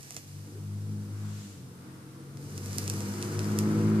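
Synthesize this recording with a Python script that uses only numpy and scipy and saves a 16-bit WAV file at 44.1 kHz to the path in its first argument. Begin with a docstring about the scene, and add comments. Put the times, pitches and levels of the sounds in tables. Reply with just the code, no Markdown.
"""The wet coil of a hand-held vape sizzles close by in a quiet room and spits sharp pops as drops of liquid
burst. It dies down while a sleeve slides softly over denim, then is fired again at about 2.5 s and pops some
more. The hand bumps softly a few times. Behind it drones what seems to be an engine outside, muffled by the
walls: it pulls, eases off, then pulls again and grows louder."""
import sys
import numpy as np
from scipy import signal
from scipy.fft import rfft, irfft
from scipy.io import wavfile

SR = 44100
rng = np.random.default_rng(int(sys.argv[2]) if len(sys.argv) > 2 else 0)


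def transcribe(u):
    """Save the signal u as a 16-bit wav file named by the first command-line argument.

    u: samples, shape (n,) or (channels, n), limited to [-1, 1]; the rate is SR.
    q: integer samples, one column per channel.
    """
    v = np.clip(np.atleast_2d(u).T, -1, 1)
    q = np.round(v * 32767).astype(np.int16)
    wavfile.write(sys.argv[1], SR, q)


N = 176400
T = np.arange(N) / SR
COIL_LEFT_LAG_S = 0.00024
# How hard the coil boils. Each row: time in seconds, level in dB.
BOIL = [(0, -53.5), (.1, -50.5), (.18, -50), (.23, -56), (.4, -58), (.7, -63), (1.15, -61), (1.45, -58),
        (1.66, -67), (2.3, -79), (2.42, -56.5), (2.58, -51), (2.8, -44), (2.92, -44.5), (3.1, -46),
        (3.5, -47.5), (3.62, -47.5), (3.75, -49.5), (4, -54)]


def amp(db):
    """Decibels to gain."""
    return 10 ** (np.asarray(db) / 20)


def unit(x):
    """Scales to rms 1."""
    return x / np.sqrt(np.mean(x ** 2) + 1e-20)


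def curve(table, column=1):
    """One column of a time table, at every sample."""
    rows = np.array(table)
    return np.interp(T, rows[:, 0], rows[:, column])


def spectrum(table, size, column=1):
    """One dB column of a spectrum table, as gains on FFT bins."""
    rows = np.array(table)
    log_hz = np.log(np.fft.rfftfreq(size, 1 / SR) + 1)
    return amp(np.interp(log_hz, np.log(rows[:, 0]), rows[:, column]))


def colour(x, table, column=1):
    """Filters by one column of a spectrum table."""
    return irfft(rfft(x) * spectrum(table, N, column), N)


def noise(table, column=1):
    """Noise with the given spectrum."""
    return colour(rng.standard_normal(N), table, column)


def drift(hz):
    """Random movement of rms 1, rolling off around hz."""
    rolloff = (1 + (np.fft.rfftfreq(N, 1 / SR) / hz) ** 2) ** 2
    return unit(irfft(rfft(rng.standard_normal(N)) / rolloff, N))


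def later(x, delay_s):
    """Delays a sound."""
    return np.pad(x, (round(delay_s * SR), 0))[:len(x)]


def add(track, centre_s, sound):
    """Mixes in a short sound centred on a time."""
    start = round(centre_s * SR) - len(sound) // 2
    track[start:start + len(sound)] += sound


def sizzle(hand_echo_s=0.0017, hand_echo_db=-14, shared=0.45):
    """Countless tiny bubbles merge into a fluttering hiss that follows the boil."""
    # Each row: frequency in Hz, left gain in dB, right gain in dB.
    bands = [(300, -6, -4), (1200, -8.5, -7.5), (2040, -5, -3), (2800, -2, -10), (3440, -10.5, -10),
             (4430, -2.5, -6), (4900, -2, -1), (5030, -0.5, -6), (6170, -0.5, -1), (7100, -7, -1.5),
             (8340, -16, -0.5), (9540, -17, -5.5), (9900, -11, -3), (11700, -14, -5.5), (14400, -21, -8),
             (14800, -50, -40)]
    white = rng.standard_normal((2, N))
    direct, scattered = [side + amp(hand_echo_db) * later(side, hand_echo_s) for side in white]
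    left = shared * later(direct, COIL_LEFT_LAG_S) + np.sqrt(1 - shared ** 2) * scattered
    hiss = unit(np.array([colour(left, bands, column=1), colour(direct, bands, column=2)]))
    flutter_db = 0.56 * drift(hz=150) + 0.5 * drift(hz=44)
    return hiss * amp(curve(BOIL) + flutter_db)


def engine_drone():
    """Harmonics of the firing cycle, each wavering in level."""
    # Each row: time in seconds, cycle rate in Hz, levels of harmonics 2, 3 and 4 in dB.
    firing = [(0.0, 46.99, -71, -51, -89), (0.23, 48.14, -55.5, -59, -70), (0.37, 49.55, -44, -45.5, -60),
              (0.51, 50.82, -48, -56, -53), (0.58, 50.82, -41, -54, -80), (0.61, 50.27, -39.5, -43, -49),
              (0.76, 50.8, -34, -48, -42.5), (0.83, 51.42, -35, -46, -53), (0.92, 51.88, -37.5, -42.5, -40),
              (1.1, 50.77, -37.5, -53, -46), (1.15, 51.71, -33.5, -60, -65), (1.18, 51.61, -36.5, -58, -48),
              (1.25, 51.7, -35.5, -44.5, -38.5), (1.41, 51.27, -43.5, -50.5, -50),
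              (1.46, 50.39, -51, -52, -44), (1.53, 49.91, -48, -79, -61), (1.57, 44.39, -53, -45, -51),
              (1.76, 44.2, -59, -53, -53), (2.03, 45.07, -61, -54, -56.5), (2.36, 47.12, -59, -45, -58),
              (2.62, 48.66, -37, -47.5, -52), (2.85, 49.66, -40.5, -48, -42), (3.15, 50.5, -39.5, -55, -38),
              (3.31, 51.24, -37.5, -41.5, -46), (3.53, 52.1, -32.5, -42, -30),
              (3.9, 53.57, -27.5, -34.5, -26), (4.0, 53.46, -28.5, -35, -24.5)]
    # Each row: time in seconds, levels of harmonics 5, 6 and 7 in dB.
    middle = [(0, -69, -73, -80), (.5, -61, -63.5, -64), (1, -55.5, -60, -62.5), (1.5, -60, -58.5, -67.5),
              (2.1, -59, -63.5, -56), (2.5, -55, -57, -58), (2.95, -47, -63, -63),
              (3.25, -44.5, -61, -40.5), (3.45, -66, -37.5, -45.5), (3.6, -55, -39.5, -42.5),
              (3.85, -41, -29.5, -34.5), (4, -54, -34.5, -35.5)]
    # Upper harmonics. 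Each row: time in seconds, common level in dB.
    upper_level = [(0, -71), (.5, -61), (.95, -53), (1.4, -61), (1.7, -62), (2.1, -59), (2.6, -47),
                   (3, -38), (3.2, -35), (3.45, -33.5), (3.6, -31), (3.85, -30), (4, -32)]
    # Each row: harmonic number, offset from that level in dB.
    upper = [(8, -23.5), (9, -20), (11, -25.5), (13, -28), (16, -28), (18, -28), (19, -26), (25, -27)]
    cycles = np.cumsum(curve(firing)) / SR

    def harmonic(k, db, waver_db):
        peak = np.sqrt(2) * amp(db + waver_db * drift(hz=5))
        return peak * np.sin(2 * np.pi * (k * cycles + rng.random()))

    drone = sum(harmonic(k, curve(firing, column=k), waver_db=1.2) for k in (2, 3, 4))
    drone += sum(harmonic(k, curve(middle, column=k - 4), waver_db=2) for k in (5, 6, 7))
    return drone + sum(harmonic(k, curve(upper_level) + db, waver_db=2) for k, db in upper)


def vehicle(drone_db=-1.5, bass_lag_s=0.00016, rush_pan_db=2):
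    """The engine's drone over a low rumble and a diffuse rush, muffled by the walls."""
    # Each row: time in seconds, rumble level in dB, rush level in dB.
    levels = [(0, -56, -72), (.35, -57, -69), (.52, -51, -63.5), (.68, -55.5, -63.5), (.95, -48.5, -64),
              (1.25, -54, -55.5), (1.45, -55, -63), (1.65, -52, -64.5), (1.9, -51, -57), (2.15, -51, -60),
              (2.4, -48.5, -61), (2.8, -40.5, -53), (3.2, -40.5, -48.5), (3.5, -38.5, -45.5),
              (3.8, -34, -44), (4, -39, -44.5)]
    # Noise spectra. Each row: frequency in Hz, gain in dB.
    rumble_bands = [(20, -25), (65, -20), (90, -6.5), (108, 6.5), (124, 2.5), (160, -3.5), (200, -1.5),
                    (238, -1), (280, -4), (318, 2), (345, -2.5), (400, -9), (485, -3.5), (545, -19.5),
                    (900, -25), (2000, -70)]
    rush_bands = [(200, -22), (500, 0), (770, -4), (980, -0.5), (1150, 1.5), (1450, 1), (1750, -5.5),
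                  (2100, -7), (3000, -15), (5000, -19), (12000, -50)]
    # Each row: frequency in Hz, left minus right in dB.
    balance = [(60, -10.5), (100, 2), (160, 2.5), (220, -0.25), (450, 0), (800, 0.5)]
    bass = amp(drone_db) * engine_drone() + unit(noise(rumble_bands)) * amp(curve(levels))
    bass_left = later(colour(bass, balance), bass_lag_s)
    rush = unit(np.array([noise(rush_bands), noise(rush_bands)])) * amp(curve(levels, column=2))
    return np.array([bass_left, bass]) + rush * amp([[rush_pan_db], [-rush_pan_db]])


def room_tone(level_db=-58, whine_gain_db=1.5):
    """Steady room noise and faint hiss, with a thin whine on the right."""
    # Each row: frequency in Hz, gain in dB.
    bands = [(20, 11), (100, 16.5), (400, 8.5), (800, 8), (1500, -0.5), (2800, 0.5), (5500, 2.5),
             (8500, -1.5), (14300, -3), (15000, -40)]
    # Each row: frequency in Hz, level in dB.
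    whine = [(7510, -78), (8080, -73), (8662, -74), (9254, -73), (9819, -72), (10406, -77)]
    tone = amp(level_db) * unit(np.array([noise(bands), noise(bands)]))
    for hz, db in whine:
        tone[1] += amp(db + whine_gain_db) * np.sqrt(2) * np.sin(2 * np.pi * hz * T + drift(hz=29))
    return tone


def drop(tilt_db_per_octave, ping_hz, pivot_hz=6950, ping_db=-17.5, ping_t60_s=0.0022, size=256):
    """One drop bursts: a click at mid-buffer, then a brief ping at the drop's own pitch."""
    hz = np.clip(np.fft.rfftfreq(size, 1 / SR), pivot_hz / 2, pivot_hz * 2)
    click = np.roll(irfft(amp(tilt_db_per_octave * np.log2(hz / pivot_hz))), size // 2)
    t = T[:size // 2]
    ping = amp(ping_db - 60 * t / ping_t60_s) * np.cos(2 * np.pi * ping_hz * t)
    return click + np.pad(ping, (size // 2, 0))


def snap(size=512):
    """The sharp edge of a pop: a minimum-phase click of peak 1."""
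    # Each row: frequency in Hz, gain in dB.
    bands = [(100, -29), (700, -18), (2000, -19), (3500, -10), (5000, -4), (6200, 1), (7800, 4),
             (10500, 4.5), (14000, -7.5), (15500, -20)]
    cepstrum = irfft(np.log(spectrum(bands, size)))
    cepstrum[1:size // 2] *= 2
    cepstrum[size // 2:] = 0
    click = irfft(np.exp(rfft(cepstrum)))
    return click / abs(click).max()


def ring(clicks, modes):
    """Clicks excite decaying modes of alternating sign."""
    t = T[:SR // 40]
    response = sum((-1) ** k * amp(db - 60 * t / t60_s) * np.sin(2 * np.pi * hz * t)
                   for k, (hz, db, t60_s) in enumerate(modes))
    return signal.oaconvolve(clicks, response)[:N]


def room(x, tail_db=-10, t60_s=0.084, rise_s=0.0082):
    """Adds reflections from the body and the furniture, and a short soft tail."""
    # Each row: delay in seconds, gain in dB.
    echoes = [(.0009, -33), (.0062, -43), (.0068, -14.5), (0.009, -48)]
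    t = T[:SR // 2]
    tail = rng.standard_normal((2, len(t))) * amp(-60 * t / t60_s) * np.minimum(t / rise_s, 1)
    tail /= np.linalg.norm(tail[0])
    early = np.array([sum(amp(db) * later(side, delay_s) for delay_s, db in echoes) for side in x])
    return x + early + amp(tail_db) * signal.fftconvolve(x, tail, axes=1)[:, :N]


def crackle(per_s=160, offset_db=-1, spread_db=3.5):
    """Small drops burst at random: impulses whose size follows the boil."""
    scatter_db = spread_db * np.minimum(rng.exponential(1, N), 4)
    return amp(offset_db + curve(BOIL) + scatter_db) * (rng.random(N) < per_s / SR)


def pops(drop_gain_db=3, lead_s=0.001182):
    """Bursting drops ring and snap, the snap strongest on the right; large ones click twice and knock."""
    # Each row: start in seconds, level in dB, first click and knock in dB re the main click,
    # tilt in dB per octave, ping in Hz.
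    large_drops = [(.0298, -37, -3, -26, -2, 7000), (0.106, -29, -16, -2, 0, 6960),
                   (.1215, -39, -3, -6, 0, 6000), (0.1445, -35.5, -8, -10, 3, 7000),
                   (0.1652, -25.5, -6.5, -5, -3, 7200), (0.1758, -38, -3, -9, -5, 6500),
                   (2.371, -39, -21, -2, -3, 4500), (2.5776, -29.5, -8, -8, -1.5, 5300),
                   (2.6589, -31.5, -14, -17, -1, 8200), (2.7302, -32, -4, 0, -1, 8000),
                   (2.7828, -17, -11, -6.5, 4, 4830), (2.8774, -22.5, -11, -12, -4, 8300),
                   (2.8983, -18.5, -15, -24, 0, 7900), (2.9374, -31.5, -12, -14, 0, 8250),
                   (3.0049, -30, -10, -4, -3, 7800), (3.1383, -39, -12, 0, -5, 5000),
                   (3.2251, -23.5, -20, -11, -7, 8550), (3.3912, -25.5, -20, -8, -7, 5070),
                   (3.4431, -34, -12, -14, -7, 4800), (3.5874, -16.5, -16, -11, 0.5, 11900)]
    # Bright ring and dull knock. 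Each row: frequency in Hz, gain in dB, T60 in seconds.
    ring_modes = [(2550, -23.5, 0.0095), (4510, -13, 0.0042), (5700, -9, 0.0032), (7230, -7.5, 0.00088),
                  (11100, -14.5, 0.0027)]
    knock_modes = [(430, -19.5, 0.016), (701, -20.5, 0.033), (1250, -24.5, 0.021), (2050, -21, 0.019),
                   (2600, -13.5, 0.0011)]
    bursts, knocks = crackle(), np.zeros(N)
    for start_s, db, first_db, knock_db, tilt_db_per_octave, ping_hz in large_drops:
        click = amp(drop_gain_db + db) * drop(tilt_db_per_octave, ping_hz)
        add(bursts, start_s, amp(first_db) * click)
        add(bursts, start_s + lead_s, click)
        add(knocks, start_s + lead_s, amp(knock_db) * click)
    ringing = ring(bursts, ring_modes)
    snaps = -signal.oaconvolve(bursts, snap())[:N]
    left = later(amp(4.5) * ringing + amp(-10.5) * snaps, COIL_LEFT_LAG_S)
    right = amp(2) * ringing + amp(4) * snaps
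    return room(np.array([left, right]) + ring(knocks, knock_modes))


def hand_bumps():
    """Soft bumps of the hand, each a short swell of a low tone."""
    # Each row: centre in seconds, pitch in Hz, 1/e half-width in seconds, level in dB.
    bumps = [(0.489, 298, 0.022, -49.5), (0.555, 368, 0.049, -52), (0.57, 412, 0.019, -48),
             (1.648, 131, 0.024, -35.5), (2.439, 310, 0.024, -42)]
    mono = sum(amp(db) * np.exp(-((T - at_s) / width_s) ** 2) * np.sin(2 * np.pi * hz * (T - at_s))
               for at_s, hz, width_s, db in bumps)
    return np.array([mono, mono])


def soft_hiss(centre_s=1.405, half_width_s=0.19, level_db=-54.5):
    """A sleeve slides over denim: one smooth swell of hiss between the coil's two firings."""
    # Each row: frequency in Hz, left gain in dB, right gain in dB.
    bands = [(500, -23, -11), (2600, -1, -12), (3500, -2.5, -3), (4900, -3, -6), (6040, 0, -7),
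             (7200, 0, 1), (8300, -6, -6), (9800, -16, -12), (14200, -20, -15), (15000, -45, -40)]
    hiss = unit(np.array([noise(bands, column=1), noise(bands, column=2)]))
    return amp(level_db) * hiss * np.exp(-((T - centre_s) / half_width_s) ** 2)


def scene():
    """Coil and hand in front, vehicle and room behind."""
    return pops() + sizzle() + soft_hiss() + hand_bumps() + vehicle() + room_tone()


def record(dry):
    """Steep low-pass on both channels."""
    cutoff_hz = 15600
    taps = signal.firwin(255, cutoff_hz, window=("kaiser", 8), fs=SR)
    return signal.oaconvolve(dry, taps[None], "same")


dry = scene()
out = record(dry)
transcribe(out)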